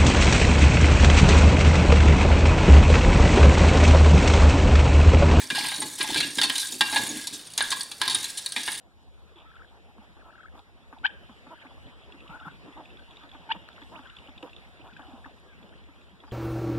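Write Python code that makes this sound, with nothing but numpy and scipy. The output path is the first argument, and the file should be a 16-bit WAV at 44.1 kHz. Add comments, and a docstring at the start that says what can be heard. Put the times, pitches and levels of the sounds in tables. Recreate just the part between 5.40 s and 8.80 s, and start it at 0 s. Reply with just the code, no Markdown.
"""Spoon stirring gritty paste in a glass bowl

A steel teaspoon stirs paste around a glass bowl on a kitchen table, about two turns a second.
Knocks, ticks, short scratches and rubs are impulsive forces that excite the damped modes of bowl and spoon;
grains under the spoon are a dense random train of such forces. Stick-slip makes brief squeaks; low shaped
noise gives the rumble of the pushed bowl and thumps under firm knocks. A short room tail and faint room
tone surround it."""
import sys
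import numpy as np
from scipy import signal
from scipy.fft import rfft, irfft
from scipy.io import wavfile

SR = 44100
rng = np.random.default_rng(int(sys.argv[2]) if len(sys.argv) > 2 else 0)


def waveform_to_disk(signal):
    """Save audio, clipped to [-1, 1], as 16-bit WAV at the path in sys.argv[1]."""
    frames = np.transpose(np.atleast_2d(signal))
    scaled = np.clip(frames, -1, 1) * 32767
    samples = np.round(scaled).astype(np.int16)
    wavfile.write(sys.argv[1], SR, samples)


N = 149940  # samples, 3.4 s

# Spectrum of the dense vibration between the modes: f/Hz, relative level/dB
CLACK_SPECTRUM = [(250, -5.5), (550, -21), (930, 2.5), (1350, -5.5), (2000, 7.5), (2700, -0.5), (3700, 11),
                  (4600, 0), (6000, -4.5), (8800, -2.5), (10700, -2), (12000, -12.5), (16000, -13)]
SPLIT_HZ = (2500, 5500)  # borders between glass ring, clink and treble
CLUMP_HZ = 82.5  # rate limit of the unevenness in grains, squeaks and judder


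def blows():
    """Impulsive excitation: knocks and chattering rubs on the wall; ticks, scratches and rubs of the edge."""
    # Knocks and short chattering rubs on the wall, levels before trim:
    # t/s, glass ring level/dB, clink level/dB, treble level/dB, chatter length/s
    knocks = [(0.1023, -27.5, -31, -41, 0.0079), (0.149, -29.5, -26, -36.5, 0.031),
              (0.183, -41.5, -28.5, -37, 0.018), (0.242, -35, -40, -63, 0.009),
              (0.318, -35, -52, -46, 0.0053), (0.419, -34.5, -35, -37, 0.011),
              (0.607, -30.5, -24.5, -45, 0.008), (0.7443, -34, -28, -39.5, 0.0042),
              (0.76, -32.5, -27, -42, 0.0057), (0.771, -59, -22.5, -35, 0.022),
              (0.804, -32, -24, -34.5, 0.0057), (0.984, -27.5, -23.5, -37, 0.0093),
              (1.015, -31.5, -20, -32.5, 0.0028), (1.032, -30, -20, -29, 0.02),
              (1.098, -30.5, -25.5, -39, 0.0019), (1.4085, -21.5, -17, -31, 0.0079),
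              (1.526, -32, -31.5, -42, 0.016), (1.56, -23.5, -22.5, -33.5, 0.014),
              (2.2067, -30.5, -27, -42, 0.0016), (2.316, -36, -29, -38, 0.0018),
              (2.322, -32, -28.5, -36.5, 0.008), (2.6156, -27.5, -25, -34, 0.004),
              (2.6785, -33.5, -27.5, -33.5, 0.0035), (2.698, -39.5, -25, -32.5, 0.03),
              (3.163, -30, -29.5, -42, 0.0033), (3.2772, -30, -31.5, -47, 0.01)]
    # Ticks, short scratches and rubs of the spoon's edge, levels before trim:
    # t/s, clink level/dB, treble level/dB, chatter length/s
    ticks = [(.582, -39, -39.5, 0.008), (0.953, -49, -36, 0.0032), (.972, -41, -40, 0.0029),
             (1.154, -26, -32, 0.0082), (1.18, -28, -29, 0.003), (1.193, -32.5, -27, 0.038),
             (1.27, -53, -35, 0.0019), (1.322, -37.5, -38, 0.0056), (1.87, -35, -32, 0.0068),
             (1.929, -40.5, -35, 0.03), (2.136, -49, -44, 0.00085), (2.1772, -25.5, -25.5, 0.002),
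             (2.3041, -35, -30.5, 0.0041), (2.4079, -29.5, -35, 0.0014), (2.432, -52, -36.5, 0.001),
             (2.514, -34.5, -40, 0.0036), (2.7465, -23, -29.5, 0.011), (2.842, -31, -33, 0.0023),
             (2.9, -61, -39, 0.0022), (2.973, -34.5, -31, 0.018), (3.061, -30, -31, 0.0027),
             (3.1211, -34.5, -35.5, 0.0011), (3.233, -56, -38, 0.0015), (3.317, -42, -36.5, 0.0023)]
    knock_trim_db, tick_trim_db = [0.5, -3.5, 2.5], [-3.5, -5.5, -1.5]  # ring, clink, treble
    tick_ring_db = -10.5  # ring relative to clink, before trim
    out = np.zeros(N)
    for start, *levels, length in knocks:
        levels_db = np.add(levels, knock_trim_db)
        add(out, start, contact(levels_db, chatter=2.9, chatter_s=length))
    for start, clink, treble, length in ticks:
        levels_db = np.add([clink + tick_ring_db, clink, treble], tick_trim_db)
        add(out, start, contact(levels_db, chatter=10.5, chatter_s=length))
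    return out


def contact(levels_db, chatter, chatter_s, crack_db=-3):
    """Forced response: one impulse and a fast random chatter of impulses ring the bowl."""
    window_s, crack_s = 0.025, 0.0006  # reference time of the rms levels, decay of the crack
    kept_band_hz = (494, 11700)  # band kept for the ring and clack; low thumps are in judder
    t = np.arange(SR // 20) / SR
    hits = rng.choice([-1, 1], len(t)) * (rng.random(len(t)) < 0.1)
    rattle = hits * np.exp(-(t / chatter_s) ** 2)
    rattle = rattle / (np.linalg.norm(rattle) + 1e-9)
    force = chatter * np.sqrt(chatter_s / window_s) * rattle
    force[0] += 1  # the opening impulse
    body = signal.fftconvolve(force, bowl(detune=0.0078, spread_db=4.5))
    crack = noise(CLACK_SPECTRUM, len(t)) * np.exp(-t / crack_s)
    add(body, 0, amp(crack_db) * crack / np.linalg.norm(crack))
    body = signal.lfilter(*signal.butter(2, kept_band_hz, "band", fs=SR), body)
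    # Each band gets the energy of its rms level held for window_s.
    energy_root = np.sqrt(window_s * SR)
    return sum(amp(db) * energy_root * part / np.linalg.norm(part)
               for db, part in zip(levels_db, bands(body)))


def bowl(detune, spread_db):
    """Modal superposition: damped sines plus dense vibration; the pressing spoon alters modes by spot."""
    # Modes of bowl and spoon: nominal f/Hz, relative level/dB, 60 dB decay time/s
    modes = [(870, -1.5, 0.046), (1038, -7.5, 0.074), (1641, 3, 0.13), (1843, -14, 0.27), (2352, -7, 0.15),
             (2795, -22.5, 0.28), (3230, -9, 0.039), (3740, -0.5, 0.044), (4470, -0.5, 0.047),
             (9340, -0.5, 0.038)]
    # Damping of the dense vibration: f/Hz, 60 dB decay time/s
    clack_decay = [(300, 0.22), (1500, 0.07), (4000, 0.063), (9000, 0.029), (15000, 0.013)]
    clack_db = 3  # dense vibration relative to the modal ring
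    t = np.arange(SR // 4) / SR
    ring = 0
    for hz, db, t60 in modes:
        weight, shift = rng.standard_normal(2)
        envelope = amp(db + spread_db * weight - 60 * t / t60)
        sine = np.sin(2 * np.pi * hz * (1 + detune * shift) * t)
        ring = ring + envelope * rng.choice([-1, 1]) * sine
    clack = fade(noise(CLACK_SPECTRUM, len(t)), clack_decay)[:len(t)]
    return ring / np.linalg.norm(ring) + amp(clack_db) * clack


def scrape(count=14):
    """Random impulsive forcing: grains ring the bowl from a wandering spot; crystals break, steel glints."""
    # One sub-table per turn of the spoon, scraping levels before trim:
    # t/s, glass ring level/dB, clink level/dB, treble level/dB
    spoon_turns = [
        [(0.0, -40, -34.5, -38), (0.098, -55, -42, -44.5)],
        [(0.105, -52, -34.5, -41), (0.251, -39, -22.5, -36.5), (0.57, -54.5, -48, -40.5)],
        [(0.59, -40.5, -31, -35.5), (0.842, -39.5, -25, -38.5), (0.95, -54, -40, -42)],
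        [(0.97, -48, -39, -42.5), (1.204, -43.5, -36, -36), (1.39, -61, -34.5, -40)],
        [(1.42, -48, -50, -42), (1.56, -37, -26, -31.5), (1.78, -45.5, -36.5, -38), (2.17, -77, -46.5, -54.5)],
        [(2.185, -34.5, -26, -37), (2.337, -50.5, -34.5, -41.5), (2.6, -64, -58, -49)],
        [(2.62, -36, -22, -43.5), (2.764, -42, -30.5, -37), (3.15, -61, -48, -45.5)],
        [(3.17, -47, -29.5, -41.5), (3.4, -45, -35, -38.5)],
    ]
    trim_db = [1, -10, 0.5]  # ring, clink, treble
    grains_per_s, grain_spread_db = 2400, 3
    full_press_db = -27.5  # untrimmed ring level at which the spoon drives the lowest modes fully
    light_low_hz = 1350  # light rubbing hardly reaches the modes below this
    spot_hz = 6  # the contact advances by two spots per cycle of this rate
    t = np.arange(N) / SR
    times, *columns = np.vstack(spoon_turns).T
    levels = [np.interp(t, times, db) for db in columns]

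    firm = grains(grains_per_s, grain_spread_db)
    high_pass = signal.butter(2, light_low_hz, "high", fs=SR)
    light = signal.lfilter(*high_pass, grains(grains_per_s, grain_spread_db))
    press = np.minimum(amp(levels[0] - full_press_db), 1)
    force = np.sqrt(press) * firm + np.sqrt(1 - press) * light

    wander = drift(spot_hz, N) / 2 + drift(CLUMP_HZ, N) / 2
    spot = np.floor(2 * spot_hz * t + wander) % count
    grit = 0
    for k in range(count):
        response = bowl(detune=0.0282, spread_db=5.5)
        grit = grit + signal.oaconvolve(force * (spot == k), response)[:N]
    ring, clink, treble = map(unit, bands(grit))

    # Coarse and fine crystals, then tiny slips of the spoon's edge; gains relative to the unit band.
    coarse = amp(-8) * snaps(per_s=300, span_hz=(2283, 5480), cycles=2.1)
    fine = amp(-5) * snaps(per_s=1600, span_hz=(4350, 11640), cycles=1.9)
    glints = amp(-9.5) * snaps(per_s=60, span_hz=(8690, 9750), cycles=8.9)
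    parts = ring, unit(clink + coarse), unit(treble + fine + glints)
    return sum(part * amp(db + trim) for part, db, trim in zip(parts, levels, trim_db))


def grains(per_s, spread_db):
    """Random point process: clicks of uneven size and random sign, swelling in clumps."""
    clump_db = 5  # limit of the swelling either way
    spread = spread_db * np.minimum(rng.exponential(1, N), 4)
    size = amp(spread + clump_db * np.tanh(drift(CLUMP_HZ, N)))
    return size * rng.choice([-1, 1], N) * (rng.random(N) < per_s / SR)


def snaps(per_s, span_hz, cycles, count=20):
    """Resonant impulse response: each snap has its own short ring somewhere in a range of pitch."""
    clicks = grains(per_s, spread_db=4.5)
    kind = rng.integers(0, count, N)
    t = np.arange(SR // 50) / SR
    out = 0
    for k, hz in enumerate(np.linspace(*span_hz, count)):
        ring = np.sin(2 * np.pi * hz * t) * hz * t * np.exp(-hz * t / cycles)
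        out = out + signal.oaconvolve(clicks * (kind == k), ring)[:N]
    return unit(out)


def squeaks():
    """Stick-slip oscillation: steel or glass sings briefly on one rough, wavering pitch."""
    # Slips: t/s, mean f/Hz, Gaussian decay width/s, level/dB before onset and roughness
    slips = [(.18, 833, 0.0043, -18.5), (.403, 8800, 0.0077, -24.5), (.6285, 9510, 0.0032, -19.5),
             (.638, 854, 0.018, -32), (.7, 870, 0.008, -28), (0.828, 2820, 0.011, -22),
             (1.229, 1630, 0.021, -36), (1.322, 6900, 0.011, -33), (1.527, 878, 0.054, -32.5),
             (1.561, 859, 0.0078, -16.5), (1.692, 6660, 0.012, -27), (2.209, 1635, 0.025, -24.5),
             (2.223, 9360, 0.0053, -20.5), (2.323, 1067, 0.0079, -21.5), (2.413, 8770, .005, -25),
             (2.747, 9340, 0.0039, -14)]
    waver_hz, rough_db, rise_cycles = 60, 2, 2  # rms pitch deviation, rms roughness, onset constant
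    out = np.zeros(N)
    t = np.arange(SR // 8) / SR
    for start, hz, decay, db in slips:
        cycles = np.cumsum(hz + waver_hz * drift(440, len(t))) / SR
        onset = 1 - np.exp(-cycles / rise_cycles)
        grip = amp(rough_db * drift(CLUMP_HZ, len(t))) * onset
        envelope = np.exp(-(t / decay) ** 2 / 2)
        add(out, start, amp(db) * grip * envelope * np.sin(2 * np.pi * cycles))
    return out


def judder():
    """Enveloped shaped noise: low rumbles of the pushed bowl and low thumps under firm knocks."""
    # Low rumbles and thumps: start t/s, time from start to onset of decay/s, level/dB
    rumbles = [(0.0, 0.074, -52), (0.107, 0.019, -40), (0.167, 0.1, -47.5), (0.377, 0.075, -40.5),
               (0.601, 0.011, -34.5), (0.69, 0.021, -35), (0.753, 0.026, -32), (0.793, .12, -46),
               (0.973, 0.018, -37), (1.039, 0.071, -45), (1.298, 0.056, -46.5), (1.404, 0.012, -38),
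               (1.524, 0.15, -43), (1.691, 0.074, -39), (1.905, 0.041, -47.5), (2.18, 0.22, -53),
               (2.604, 0.01, -37.5), (2.666, 0.12, -47.5), (3.164, 0.0056, -39), (3.276, 0.017, -45)]
    # Spectrum of the low noise: f/Hz, relative level/dB
    low_spectrum = [(30, -27), (75, -11), (120, -5), (200, -4), (280, 8.5), (350, 0.5), (460, -6),
                    (800, -15.5), (2000, -33)]
    rise_s, fall_s, lump_db = 0.005, 0.024, 2.5  # linear rise, decay constant, rms unevenness
    t = np.arange(N) / SR
    envelope = np.zeros(N)
    for start, length, db in rumbles:
        rise = np.clip((t - start) / rise_s, 0, 1)
        fall = np.exp(-np.maximum(t - start - length, 0) / fall_s)
        envelope += amp(db) * rise * fall
    low_noise = noise(low_spectrum, N) * amp(lump_db * drift(CLUMP_HZ, N))
    return envelope * unit(low_noise)


def kitchen(x):
    """Room reverberation: a short diffuse tail and weak sideways reflections, in mid-side stereo."""
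    # Reverberation: f/Hz, 60 dB decay time/s
    room_decay = [(150, 0.36), (1000, 0.26), (4000, 0.23), (12000, 0.15)]
    # Spectrum of the sideways reflections: f/Hz, relative level/dB
    side_spectrum = [(250, -5), (600, 9.5), (3000, 4.5), (8000, -3), (14000, -10)]
    tail_db, side_db, side_decay_s = -13.5, -18.5, 0.041  # gains on unit-energy responses
    balance_db = -0.36  # applied to the left, and with opposite sign to the right
    t = np.arange(SR // 2) / SR
    build_up = np.minimum(t / 0.068, 1)
    tail = fade(rng.standard_normal(len(t)) * build_up, room_decay)[:len(t)]
    sideways = noise(side_spectrum, len(t)) * np.exp(-t / side_decay_s)
    sideways = sideways / np.linalg.norm(sideways)
    mid = x + amp(tail_db) * signal.fftconvolve(x, tail)[:N]
    side = amp(side_db) * signal.fftconvolve(x, sideways)[:N]
    return np.array([mid * amp(balance_db) + side, mid * amp(-balance_db) - side])


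def room_tone():
    """Stationary background: faint noise of fixed spectrum."""
    # Spectrum of the room tone: f/Hz, relative level/dB
    tone_spectrum = [(25, 0), (141, 13), (3820, 3), (10700, -46), (16000, -13)]
    return amp(-55) * noise(tone_spectrum, N)


def amp(db):
    """Logarithmic level: decibels to amplitude gain."""
    return 10 ** (np.asarray(db) / 20)


def unit(x):
    """Mean-square normalisation: scales to rms 1."""
    return x / np.sqrt(np.mean(x ** 2) + 1e-20)


def read(points, hz):
    """Logarithmic frequency scale: interpolates a table of values over log f."""
    f, value = np.transpose(points)
    return np.interp(np.log(hz + 1), np.log(f), value)


def add(mix, start_s, sound):
    """Linear superposition: adds a sound into the mix, in place, from a start time."""
    part = mix[max(round(start_s * SR), 0):][:len(sound)]
    part += sound[:len(part)]


def noise(colour, size):
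    """Spectral shaping: white noise weighted to a given spectrum, rms 1."""
    hz = np.fft.rfftfreq(size, 1 / SR)
    spectrum = rfft(rng.standard_normal(size)) * amp(read(colour, hz))
    return unit(irfft(spectrum, size))


def drift(hz, size):
    """Low-pass random motion: noise under a Gaussian spectral roll-off, rms 1."""
    roll_off = np.exp(-(np.fft.rfftfreq(size, 1 / SR) / hz) ** 2)
    return unit(irfft(rfft(rng.standard_normal(size)) * roll_off, size))


def fade(x, t60s):
    """Frequency-dependent damping: each band decays at its own rate; total energy 1."""
    hz, t, z = signal.stft(x, SR, nperseg=128)
    decay = amp(-60 * t / read(t60s, hz)[:, None])
    y = signal.istft(z * decay, SR, nperseg=128)[1]
    return y / np.linalg.norm(y)


def bands(x):
    """Band filtering: splits into glass ring, clink and treble."""
    cuts = [(SPLIT_HZ[0], "low"), (SPLIT_HZ, "band"), (SPLIT_HZ[1], "high")]
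    filters = [signal.butter(5, hz, kind, fs=SR, output="sos") for hz, kind in cuts]
    return [signal.sosfilt(sos, x) for sos in filters]


def scene():
    """Superposition of sources: the bowl just right of centre, over faint room tone."""
    sources = blows() + scrape() + squeaks() + judder()
    return kitchen(sources + room_tone())


def record(dry):
    """Band limitation: the recorder's linear-phase low-pass."""
    low_pass = signal.firwin(511, 15900, window=("kaiser", 9), fs=SR)  # cutoff in Hz
    return signal.oaconvolve(dry, low_pass[None], "same")


dry = scene()
out = record(dry)
waveform_to_disk(out)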